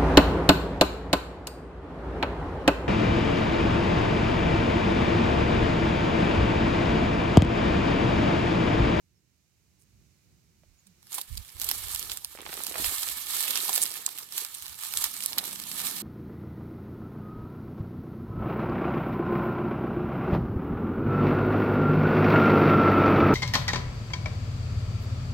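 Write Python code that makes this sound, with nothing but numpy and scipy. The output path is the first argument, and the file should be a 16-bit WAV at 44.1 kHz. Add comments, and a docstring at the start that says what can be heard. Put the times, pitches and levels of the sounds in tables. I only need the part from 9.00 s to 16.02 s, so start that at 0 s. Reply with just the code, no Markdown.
"""In a garden, close by and a little to the right, an onion is pulled by hand from dry soil.
Leaves rub, crinkle and snap: noise and tiny ringing grains follow the strokes of the hand.
Roots pop as they tear, each a sharp tick with a short hollow ring, and crumbs of earth shift.
Behind lie a quiet rumble, a hiss of air and a faint bird of sliding tones; a low drone swells
towards the end, and gusts of low noise buffet the microphone."""
import sys
import numpy as np
from scipy import signal
from scipy.fft import rfft, irfft, next_fast_len
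from scipy.io import wavfile
from scipy.ndimage import uniform_filter1d, map_coordinates

SR = 44100
rng = np.random.default_rng(int(sys.argv[2]) if len(sys.argv) > 2 else 0)


def generate_wav(signal):
    """Clip the signal to [-1, 1] and save it as 16-bit WAV at the path in sys.argv[1]."""
    frames = np.transpose(np.atleast_2d(signal))
    scaled = np.clip(frames, -1, 1) * 32767
    pcm = np.round(scaled).astype(np.int16)
    wavfile.write(sys.argv[1], SR, pcm)


N = 309582  # length in samples

# Strokes of the hand: from 2.1 s it grips the leaves, from 3.5 s it rocks the bulb loose and
# pulls it out, from 5 s it strips the dry skins: start_s, length_s, leaf_level_db, soil_level_db
STROKES = [ (2.135, 0.059, -39, -62.5), (2.6, 0.075, -43, -57.5), (2.67, 0.09, -37.5, -61),
           (2.745, 0.19, -39.5, -63), (2.895, 0.14, -39, -66.5), (3.02, 0.15, -44, -59.5),
           (3.51, 0.23, -41, -57.5), (3.78, 0.19, -31.5, -56), (3.98, 0.15, -33, -58),
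           (4.14, 0.15, -38.5, -61.5), (4.31, .14, -30.5, -54), (4.45, 0.25, -33.5, -53.5),
           (4.71, .15, -32.5, -52), (4.86, 0.15, -40, -58), (5.03, 0.21, -46, -65.5),
           (5.345, .11, -36.5, -62), (5.455, 0.29, -45.5, -77), (5.805, 0.12, -38, -66.5),
           (5.955, 0.12, -33.5, -58.5), (6.07, 0.24, -40.5, -66), (6.29, 0.14, -45, -53),
           (6.45, 0.043, -37, -55), (6.5, 0.13, -42, -59), (6.66, 0.1, -38.5, -60),
           (6.78, 0.12, -33, -54.5), (6.91, 0.22, -37.5, -55)]
# The held plant stirs beneath the strokes: start_s, length_s, leaf_level_db, soil_level_db
STIRRING = [(2.04, .1, -64, -95), (2.14, 1.22, -52, -72.5), (3.29, 4.8, -52.5, -72)]
# Loudest snaps of dry leaves and skins: start_s, nominal_peak_db, ring_hz, low_crack_db,
# crumble_db (before a common cut of 12 dB)
SNAPS = [(1.8696, -42.5, 9350, -11, 10), (2.128, -24, 6940, -28, 3), (2.1424, -21, 9900, -10, 5),
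         (2.1809, -19.5, 9450, -10, 11), (2.213, -18, 12100, -26, 1), (2.373, -21, 4600, -42, -5),
         (2.598, -23, 13200, -25, -5), (2.6152, -14.5, 12600, -8, -1), (2.643, -17.5, 13000, -29, 1),
         (2.6886, -12, 12600, -8.5, 0), (2.7122, -12, 12800, -1.5, -8), (2.9471, -17, 11700, -45, -4),
         (2.9939, -19, 12400, -30, -3), (3.0966, -22.5, 4040, -2, -1), (3.1164, -17.5, 7400, -4, -3),
         (3.1715, -21.5, 7460, -7, -1), (3.246, -19, 9400, -7.5, -9.5), (3.6361, -19.5, 9500, -27, -6),
         (3.666, -18.5, 12400, -18, -1), (3.8429, -15, 3180, 1, 12), (4.4784, -17, 3140, -13, 8),
         (4.5058, -13, 12600, -7, 7), (4.5563, -14.5, 5860, -1, -6), (4.5735, -15.5, 3430, -16, -11),
         (4.603, -19.5, 3940, -20, -12), (4.644, -19, 11900, -27, -3), (4.6927, -13.5, 11500, -16, 3),
         (4.757, -11, 9200, -4.5, 16), (4.778, -12.5, 12200, -5, -2), (4.8167, -14.5, 9300, -19, -2),
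         (4.8305, -22.5, 7650, -6, 4), (5.063, -13.5, 7600, -33, -10), (5.185, -21.5, 12600, -9, -2),
         (5.3786, -12.5, 12200, -9.5, 3), (5.5431, -23.5, 8560, -29, 6), (5.937, -18.5, 12200, -2, -14),
         (5.972, -10.5, 8000, -31, -8), (6.0404, -9.5, 12300, -9.5, -2), (6.2051, -23.5, 3140, -29.5, -14),
         (6.2306, -19, 9900, -21, 18), (6.2597, -10.5, 9700, -38, -19), (6.33, -23, 3880, 0, -9),
         (6.3824, -8.5, 4100, -22, -4), (6.3876, -18.5, 9490, 2, 5.5), (6.452, -22.5, 12300, -19, 12)]
# Loudest root pops and stem knocks: start_s, level_db, pitch_hz, tick_brightness_db,
# ring_cycles (before a common scaling)
POPS = [(1.634, -49.5, 625, -30, 1.2), (2.182, -34.5, 920, 7.5, 1.4), (3.35, -31.5, 507, -24, 0.78),
        (3.387, -32, 835, 0, 0.47), (3.405, -39.5, 470, 10.5, 0.62), (3.463, -26.5, 930, 1.5, 0.71),
        (3.491, -32, 434, 3, 0.81), (3.528, -33, 845, 10.5, 1.1), (3.574, -34.5, 400, 4, .6),
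        (3.603, -29.5, 947, 1, .57), (3.741, -27.5, 960, 0, .4), (3.756, -25.5, 600, 1, 0.25),
        (3.777, -29.5, 1040, -1, 1), (3.798, -26.5, 336, -15, 0.41), (4.072, -30.5, 1210, 1, 0.47),
        (4.691, -20.5, 860, -27, 1.3), (4.776, -27, 690, -12, 0.86), (5.077, -28.5, 1040, -25, 1.4),
        (5.419, -41, 428, -12, 1.3), (6.376, -30.5, 1170, 4.5, 1.2), (6.435, -31, 885, -17, .9)]
# Runs of fine roots tearing one after another: start_s, length_s, level_db
TEARS = [(3.371, .08, -39.5), (3.451, .15, -36.5), (3.709, 0.18, -33), (6.38, .07, -36.5)]
# Leaves dragging over each other: start_s, length_s, level_db, centre_hz, width_hz
SCRAPES = [(0.784, 0.064, -67, 8360, 9000), (2.14, 0.031, -32.5, 9700, 8300),
           (2.173, 0.024, -44.5, 920, 444), (3.733, 0.084, -45, 760, 1100),
           (4.456, 0.17, -38.5, 3300, 1400), (4.678, 0.038, -41.5, 890, 450),
           (4.732, 0.032, -24.5, 10400, 6000), (4.813, 0.03, -22.5, 8800, 4500),
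           (5.062, 0.0056, -20, 7560, 1470)]
# Gusts on the microphone: start_s, length_s, level_db
GUSTS = [(1.67, 0.064, -60), (2.3, .1, -38), (2.55, 0.19, -50), (2.67, 0.21, -48), (2.9, .22, -51),
         (3.12, 1.24, -63), (3.8, 0.1, -47.5), (4.07, 0.094, -54), (5.63, .1, -59), (5.94, 0.13, -57.5)]
# Whistles of a far bird: start_s, length_s, start_hz, end_hz, level_db
CHIRPS = [(.14, .07, 5400, 5250, -73), (1.775, .045, 6900, 6700, -60), (1.99, .14, 6000, 4500, -62)]
# Slow changes of the surroundings: time_s, rumble_db, air_hiss_db
OUTDOOR_LEVELS = [(0.0, -71.5, -75.5), (.55, -71, -73), (1.05, -62.5, -69.5), (1.5, -66.5, -70.5),
                  (2.0, -68, -67.5)]

# Colour of rubbing leaves: pitch_hz, level_db
LEAF_COLOUR = [(2500, -31.5), (4200, -4), (4900, -6.5), (6100, -6), (8200, -1), (10300, -2.5), (12400, .5),
               (14200, -2), (16000, -19)]
# Colour of rubbing stalks: pitch_hz, level_db
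STALK_COLOUR = [(440, -36.5), (750, -15.5), (924, -4), (1010, -8), (1220, -1), (1550, -9), (1780, -0.5),
                (1970, -10.5), (2200, -1.5), (2450, -6), (3120, 0), (4070, 1), (5500, -8), (7150, -27),
                (12100, -120)]
# Colour of shifting soil: pitch_hz, level_db
SOIL_COLOUR = [(76, -21), (130, -24), (171, -6), (380, -2.5), (430, -2.5), (594, -7.5), (769, -1),
               (1100, -6.5), (1430, -36), (2420, -120)]
# Bright colour of splintering leaves: pitch_hz, level_db
SPLINTER_COLOUR = [(1500, -21), (4000, -1), (6000, -5), (8000, -0.5), (10500, -3), (12500, -0.5),
                   (16000, -13.5)]
# Lower colour of cracking fibres: pitch_hz, level_db
CRACK_COLOUR = [(200, -39.5), (800, 5.5), (2000, 6.5), (3800, 8), (5500, 12), (9000, -37)]
# Colour of wind on the microphone: pitch_hz, level_db
GUST_COLOUR = [(12, -44), (20, -2), (48, 1), (72, 1), (96, -7), (140, -19), (220, -29.5), (290, -47),
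               (480, -120)]
# Colour of the distant rumble: pitch_hz, level_db
RUMBLE_COLOUR = [(12, -62), (20, -38), (40, -25), (51, 3), (146, -2), (202, -7.5), (252, -14.5), (368, -15),
                 (401, -19.5), (605, -31), (1200, -43), (1560, -64), (2640, -120)]
# Colour of the air hiss: pitch_hz, level_db
AIR_COLOUR = [(590, -5), (1000, -6), (1790, -5), (1910, -4.5), (2330, -1), (2680, -3.5), (2910, -2.5),
              (3300, -7), (3890, -2.5), (6550, 0), (10300, -10.5), (12300, -7.5), (16000, -13)]
# Colour of the noise around the drone: pitch_hz, level_db
HUM_COLOUR = [(90, -22.5), (150, -17), (172, -16), (188, -13), (205, -13), (300, -16), (480, -49)]
# How alike left and right are: pitch_hz, likeness (0 unrelated, 1 the same)
LIKENESS = [(60, .5), (300, 0.68), (700, 0.6), (1400, 0.39), (3000, 0.1), (7000, 0)]
# Balance of the two sides: pitch_hz, left_minus_right_db
BALANCE = [(60, -2), (110, -8), (200, -9), (380, -10), (700, -4.5), (1290, -4), (2380, -7), (4400, -3),
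           (8120, -6.5), (15000, -8)]

# Time constants of the soft level edges, in seconds
STROKE_RISE_S, STROKE_FALL_S = 0.011, 0.0083
GUST_RISE_S, GUST_FALL_S = 0.0034, 0.0097
# Stalks follow the leaves: stalk level at the usual leaf level, and dB gained per dB of leaves
USUAL_LEAF_DB, STALK_DB, STALK_GROWS = -38.5, -45.5, 0.91
# Breaking fibres: level against the rustle, range of strength, leaf ticks' dB per dB of leaves
CRINKLE_DB, CRINKLE_RANGE_DB, CRINKLE_GROWS = -6.5, 16, 0.79
# A snap: time to swell and to die by 60 dB, for the break and for its crumbling; cut from peak to rms
BREAK_RISE_S, BREAK_T60_S = 0.0013, 0.0032
CRUMBLE_RISE_S, CRUMBLE_T60_S, SNAP_CREST_DB = 0.02, 0.043, 22.5
# Fine roots: number a second in a run, middle pitch and its scatter (doubled when used)
ROOTS_PER_S, ROOT_HZ, ROOT_SPREAD_OCT = 55, 804, 0.92
# Fine roots: tick brightness, ring (before a common scaling), scatter of strength either way
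ROOT_BRIGHT_DB, ROOT_CYCLES, ROOT_SPREAD_DB = 1.5, 0.55, 1.5
DRONE_START_S, DRONE_FULL_S, DRONE_DB = 5.9, 6.9, -54
# Microphone: bass roll-off and upper band limit
BASS_HZ, TOP_HZ = 34, 16150


def amp(db):
    """Turn decibels into a gain."""
    return 10 ** (np.asarray(db) / 20)


def unit(x):
    """Scale to an average strength (rms) of 1."""
    return x / np.sqrt(np.mean(x ** 2) + 1e-20)


def along(points, hz):
    """Read a curve of (Hz, value) points on a log pitch axis."""
    f, v = np.transpose(points)
    return np.interp(np.log(hz + 1), np.log(f + 1), v)


def curves(rows):
    """Give one value per sample for each column after the time."""
    s, *cols = np.transpose(rows)
    return [np.interp(np.arange(N) / SR, s, c) for c in cols]


def swells(rows, rise_s, fall_s):
    """Give a dB curve per level column: each row eases in, holds and dies away; powers add."""
    t = np.arange(0, N / SR, .001)
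    power = np.full((len(rows[0]) - 2, len(t)), 1e-12)  # a tiny floor keeps the log finite
    for s, length, *levels in rows:
        onset = .5 + .5 * np.tanh(.5 * (t - s) / rise_s)
        release = .5 + .5 * np.tanh(.5 * (s + length - t) / fall_s)
        power += amp(levels)[:, None] ** 2 * onset * release
    return curves(np.column_stack([t, *(10 * np.log10(power))]))


def wobble(rate):
    """Draw a smooth random curve through rate points a second."""
    points = rng.standard_normal(int(N * rate / SR) + 4)
    return map_coordinates(points, [np.arange(N) * rate / SR])


def filtered(x, response):
    """Change each pitch in x by a response given as a function of Hz."""
    size = next_fast_len(x.shape[-1] + 4096)
    gain = response(np.fft.rfftfreq(size, 1 / SR))
    return irfft(rfft(x, size) * gain, size)[..., :x.shape[-1]]


def coloured(x, spectrum, size=4096):
    """Colour a sound with a filter that acts only after each input, so attacks stay sharp."""
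    cepstrum = irfft(np.log(amp(along(spectrum, np.fft.rfftfreq(size, 1 / SR)))))
    # folding the cepstrum moves the filter's energy to its beginning (minimum phase)
    cepstrum[1:size // 2] *= 2
    cepstrum[size // 2 + 1:] = 0
    impulse = irfft(np.exp(rfft(cepstrum)))
    return signal.fftconvolve(x, impulse[None], axes=1)[:, :x.shape[1]]


def resonance(x, hz, width_hz):
    """Ring at one pitch; a narrower width rings longer."""
    return filtered(x, lambda f: 1j * f * width_hz / (hz ** 2 - f * f + 1j * f * width_hz))


def stereo(pair):
    """Blend two unrelated signals into sides alike in the bass and unrelated in the treble."""
    def mid_and_side(hz):
        turn = np.arccos(np.clip(along(LIKENESS, hz), -1, 1)) / 2
        return np.array([np.cos(turn), np.sin(turn)])

    mid, side = filtered(pair, mid_and_side)
    return np.array([mid + side, mid - side])


def rush(spectrum):
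    """Make steady coloured stereo noise with an rms of 1."""
    noise = rng.standard_normal((2, N))
    return unit(stereo(filtered(noise, lambda hz: amp(along(spectrum, hz)))))


def rough_noise(length, rough_db):
    """Make two channels of noise with a shared level that flickers over less than a millisecond."""
    flicker = unit(uniform_filter1d(rng.standard_normal(length), size=30))
    return rng.standard_normal((2, length)) * amp(rough_db * flicker)


def glide(length, start_hz, end_hz):
    """Make a soft sliding tone, alike on both sides."""
    hz = np.linspace(start_hz, end_hz, int(length * SR))
    tone = np.sin(2 * np.pi * np.cumsum(hz) / SR)
    return np.tile(np.hanning(len(hz)) * tone, (2, 1))


def add(track, s, sound):
    """Mix a stereo sound into the track at time s."""
    part = track[:, max(round(s * SR), 0):][:, :sound.shape[1]]
    part += sound[:, :part.shape[1]]


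def handling():
    """Set leaf, stalk and soil levels in dB as the hand works the plant stroke by stroke."""
    leaf_db, soil_db = swells(list(STROKES) + list(STIRRING), STROKE_RISE_S, STROKE_FALL_S)
    stalk_db = STALK_DB + STALK_GROWS * (leaf_db - USUAL_LEAF_DB)
    return leaf_db, stalk_db, soil_db


def grains(rate, centre_hz, cycles, spread_db, size=256):
    """Scatter tiny fractures, each a quickly fading ring with its own pitch, strength and place."""
    count = int(rate * N / SR)
    when, strength, phase = rng.random((3, count, 1))
    pitch, side = rng.standard_normal((2, count, 1))
    hz = np.minimum(centre_hz * np.exp(.45 * pitch), SR / 2.5)
    age = np.arange(size) / SR
    strength_db = spread_db * np.minimum(-np.log(1 - strength), 4.5)
    fade = amp(strength_db) * np.exp(-age * hz / cycles)
    at = ((when * N).astype(int) + np.arange(size)).ravel()
    channels = []
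    for sign in (1, -1):  # left, right
        wave = np.sin(2 * np.pi * hz * age + sign * np.pi * phase)
        sound = amp(2 * sign * side) * fade * wave
        channels.append(np.bincount(at, sound.ravel(), N)[:N])
    return unit(np.array(channels))


def friction(crackle, share, spectrum, patchy_db):
    """Mix grains with sliding hiss; the colour shifts as other parts come into contact."""
    share = np.clip(share, 0, 1)  # part of the power given to the grains
    hiss = unit(coloured(rng.standard_normal((2, N)), spectrum))
    mix = np.sqrt(share) * unit(coloured(crackle, spectrum)) + np.sqrt(1 - share) * hiss
    z = signal.stft(mix, nperseg=256)[2]
    # random patches, smoothed over pitch and then over time
    patches = uniform_filter1d(rng.standard_normal(z.shape[1:]), size=7, axis=0)
    patches = uniform_filter1d(patches, size=12, axis=1)
    shifting = signal.istft(z * amp(patchy_db * unit(patches)), nperseg=256)[1]
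    return unit(stereo(shifting[:, :N]))


def rustle(leaf_db, stalk_db, soil_db):
    """Leaves, stalks and soil stick and slip together under the hand."""
    slip = wobble(70)
    leaf_grains = grains(rate=2200, centre_hz=9400, cycles=0.58, spread_db=1.5)
    stalk_grains = grains(rate=800, centre_hz=2560, cycles=1.0, spread_db=2.5)
    soil_grains = grains(rate=260, centre_hz=680, cycles=1.0, spread_db=0, size=512)
    leaves = friction(leaf_grains, share=0.18, spectrum=LEAF_COLOUR, patchy_db=1.43)
    stalks = friction(stalk_grains, share=0.15, spectrum=STALK_COLOUR, patchy_db=1.5)
    soil = friction(soil_grains, share=0.4, spectrum=SOIL_COLOUR, patchy_db=2.5)
    return (amp(leaf_db + 1.12 * slip + 1.43 * wobble(220)) * leaves
            + amp(stalk_db + 0.92 * slip) * stalks
            + amp(soil_db + 0.48 * slip) * soil)


def crinkle(leaf_db, stalk_db):
    """Brittle fibres give way with dry ticks, stronger the harder the leaves are worked."""
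    when, size = rng.random((520, 2)).T
    breaks = np.bincount((when * N).astype(int), amp(CRINKLE_RANGE_DB * size ** 3), N)
    # each break sheds a burst of noise that falls by 60 dB in 7 ms
    bursts = signal.fftconvolve(breaks, amp(-60 * np.arange(512) / SR / .007))[:N]
    ticks = rng.standard_normal((2, N)) * bursts
    flakes = unit(coloured(ticks, SPLINTER_COLOUR))
    fibres = unit(coloured(stereo(ticks), CRACK_COLOUR))
    against_rustle_db = CRINKLE_DB + (CRINKLE_GROWS - 1) * (leaf_db - USUAL_LEAF_DB)
    return amp(against_rustle_db) * (amp(leaf_db) * flakes + amp(stalk_db) * fibres)


def snaps():
    """A dry blade breaks within about a millisecond, rings briefly and crumbles in smaller cracks."""
    lead = .010  # seconds of swelling kept before the break
    track = np.zeros((2, N))
    t = np.arange(4096) / SR - lead
    for s, db, ring_hz, crack_db, crumble_db in SNAPS:
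        breaking = amp(-60 * np.maximum(t / BREAK_T60_S, -t / BREAK_RISE_S))
        crumble_fade_db = -60 * np.maximum(t / CRUMBLE_T60_S, -t / CRUMBLE_RISE_S)
        crumbling = amp(crumble_db - 12.0 + crumble_fade_db)
        fracture = rough_noise(len(t), rough_db=2.5) * breaking
        fracture = fracture + rough_noise(len(t), rough_db=6.5) * crumbling
        splinter = unit(coloured(fracture, SPLINTER_COLOUR))
        ring = unit(resonance(fracture, ring_hz, width_hz=570))
        crack = unit(coloured(stereo(fracture), CRACK_COLOUR))
        sound = splinter + 0.64 * ring + amp(crack_db) * crack
        add(track, s - lead + .0012, amp(db - SNAP_CREST_DB) * unit(sound))
    return track


def fine_roots(count=32):
    """Fine roots part at uneven intervals in each tearing run; rows have the columns of POPS."""
    rows = []
    for start, length, db in TEARS:
        for k, (late, strength, pitch) in enumerate(rng.uniform(-1, 1, (count, 3))):
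            delay = (k + .5 + .5 * late) / ROOTS_PER_S
            if delay < length:
                level_db = db + ROOT_SPREAD_DB * strength
                hz = ROOT_HZ * 2 ** (2 * ROOT_SPREAD_OCT * pitch)
                rows.append((start + delay, level_db, hz, ROOT_BRIGHT_DB, ROOT_CYCLES))
    return rows


def pops():
    """A root parts or a stem knocks: a sharp tick and a dull hollow ring soon damped by the earth."""
    track = np.zeros((2, N))
    t = np.arange(2048) / SR
    tick_colour = [(500, 2.5), (1900, 6), (4000, 5.0), (7000, -7), (14000, -44)]
    for s, db, hz, bright_db, cycles in list(POPS) + fine_roots():
        age = t * hz / max(0.75 * cycles, .2)
        ring = np.sin(2 * np.pi * hz * t) * age * np.exp(1 - age)
        # a quick burst with a weaker, longer tail
        fade = amp(-60 * t / 0.0018) + amp(-18.5 - 60 * t / 0.096)
        tear = stereo(rough_noise(len(t), rough_db=-2.0) * fade)
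        grit = unit(coloured(tear, [(120, -20), (hz, 0), (2200, -8), (6000, -26)]))
        tick = unit(coloured(tear, tick_colour))
        sound = 0.52 * ring + 0.057 * grit + 0.063 * amp(bright_db) * tick
        add(track, s + 0.00114, amp(db) * sound)
    return track


def scrapes():
    """A dragging blade makes a short rough swell around its own resonance."""
    track = np.zeros((2, N))
    for s, length, db, hz, width_hz in SCRAPES:
        swell = signal.windows.tukey(int(length * SR))
        drag = resonance(rough_noise(len(swell), rough_db=7), hz, width_hz)
        drag = resonance(drag, hz, width_hz)  # a second pass narrows the sound
        add(track, s, amp(db) * unit(stereo(drag)) * swell)
    return track


def wind():
    """Gusts of low noise press mostly on the right microphone port."""
    buffet_db, = swells(GUSTS, GUST_RISE_S, GUST_FALL_S)
    return amp(buffet_db) * rush(GUST_COLOUR) * amp([[-10], [3]])


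def bird():
    """Short falling whistles come from far off, fluttering through the foliage."""
    track = np.zeros((2, N))
    for s, length, start_hz, end_hz, db in CHIRPS:
        add(track, s, amp(db) * glide(length, start_hz, end_hz))
    return track * np.array([wobble(200), wobble(220)])


def drone():
    """A low tone of wavering pitch and level swells together with steady low noise."""
    drone_hz = 187 + 5 * wobble(9.5)
    tone = np.sin(2 * np.pi * np.cumsum(drone_hz) / SR) * amp(1.9 * wobble(28))
    swell = np.interp(np.arange(N) / SR, [DRONE_START_S, DRONE_FULL_S], [0, 1])
    return amp(DRONE_DB) * swell * (0.81 * tone + 0.92 * rush(HUM_COLOUR))


def outdoors():
    """Noise makes a wavering distant rumble and thin air hiss; a low falling tone and a drone join."""
    rumble_db, air_db = curves(OUTDOOR_LEVELS)
    rumble = amp(rumble_db + 2.4 * wobble(6)) * rush(RUMBLE_COLOUR)
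    track = rumble + amp(air_db) * rush(AIR_COLOUR)
    add(track, 1.835, amp(-59.5) * glide(length=0.128, start_hz=223, end_hz=140))
    return track + drone()


def scene():
    """Mix the plant and its surroundings, all reaching the right side more strongly."""
    leaf_db, stalk_db, soil_db = handling()
    plant = rustle(leaf_db, stalk_db, soil_db) + crinkle(leaf_db, stalk_db)
    plant = plant + snaps() + pops() + scrapes()
    garden = plant + wind() + bird() + outdoors()
    half = np.array([.5, -.5])[:, None]  # half the balance to each side
    return filtered(garden, lambda hz: amp(half * along(BALANCE, hz) - 0.55))


def record(dry):
    """The microphone loses deep bass, rounds off hard cracks and keeps nothing above its band limit."""
    pressure = filtered(dry, lambda hz: hz ** 2 / np.sqrt(hz ** 4 + BASS_HZ ** 4))
    rounded = pressure / (1 + (pressure / .75) ** 4) ** .25
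    return filtered(rounded, lambda hz: hz < TOP_HZ)


dry = scene()
out = record(dry)
generate_wav(out)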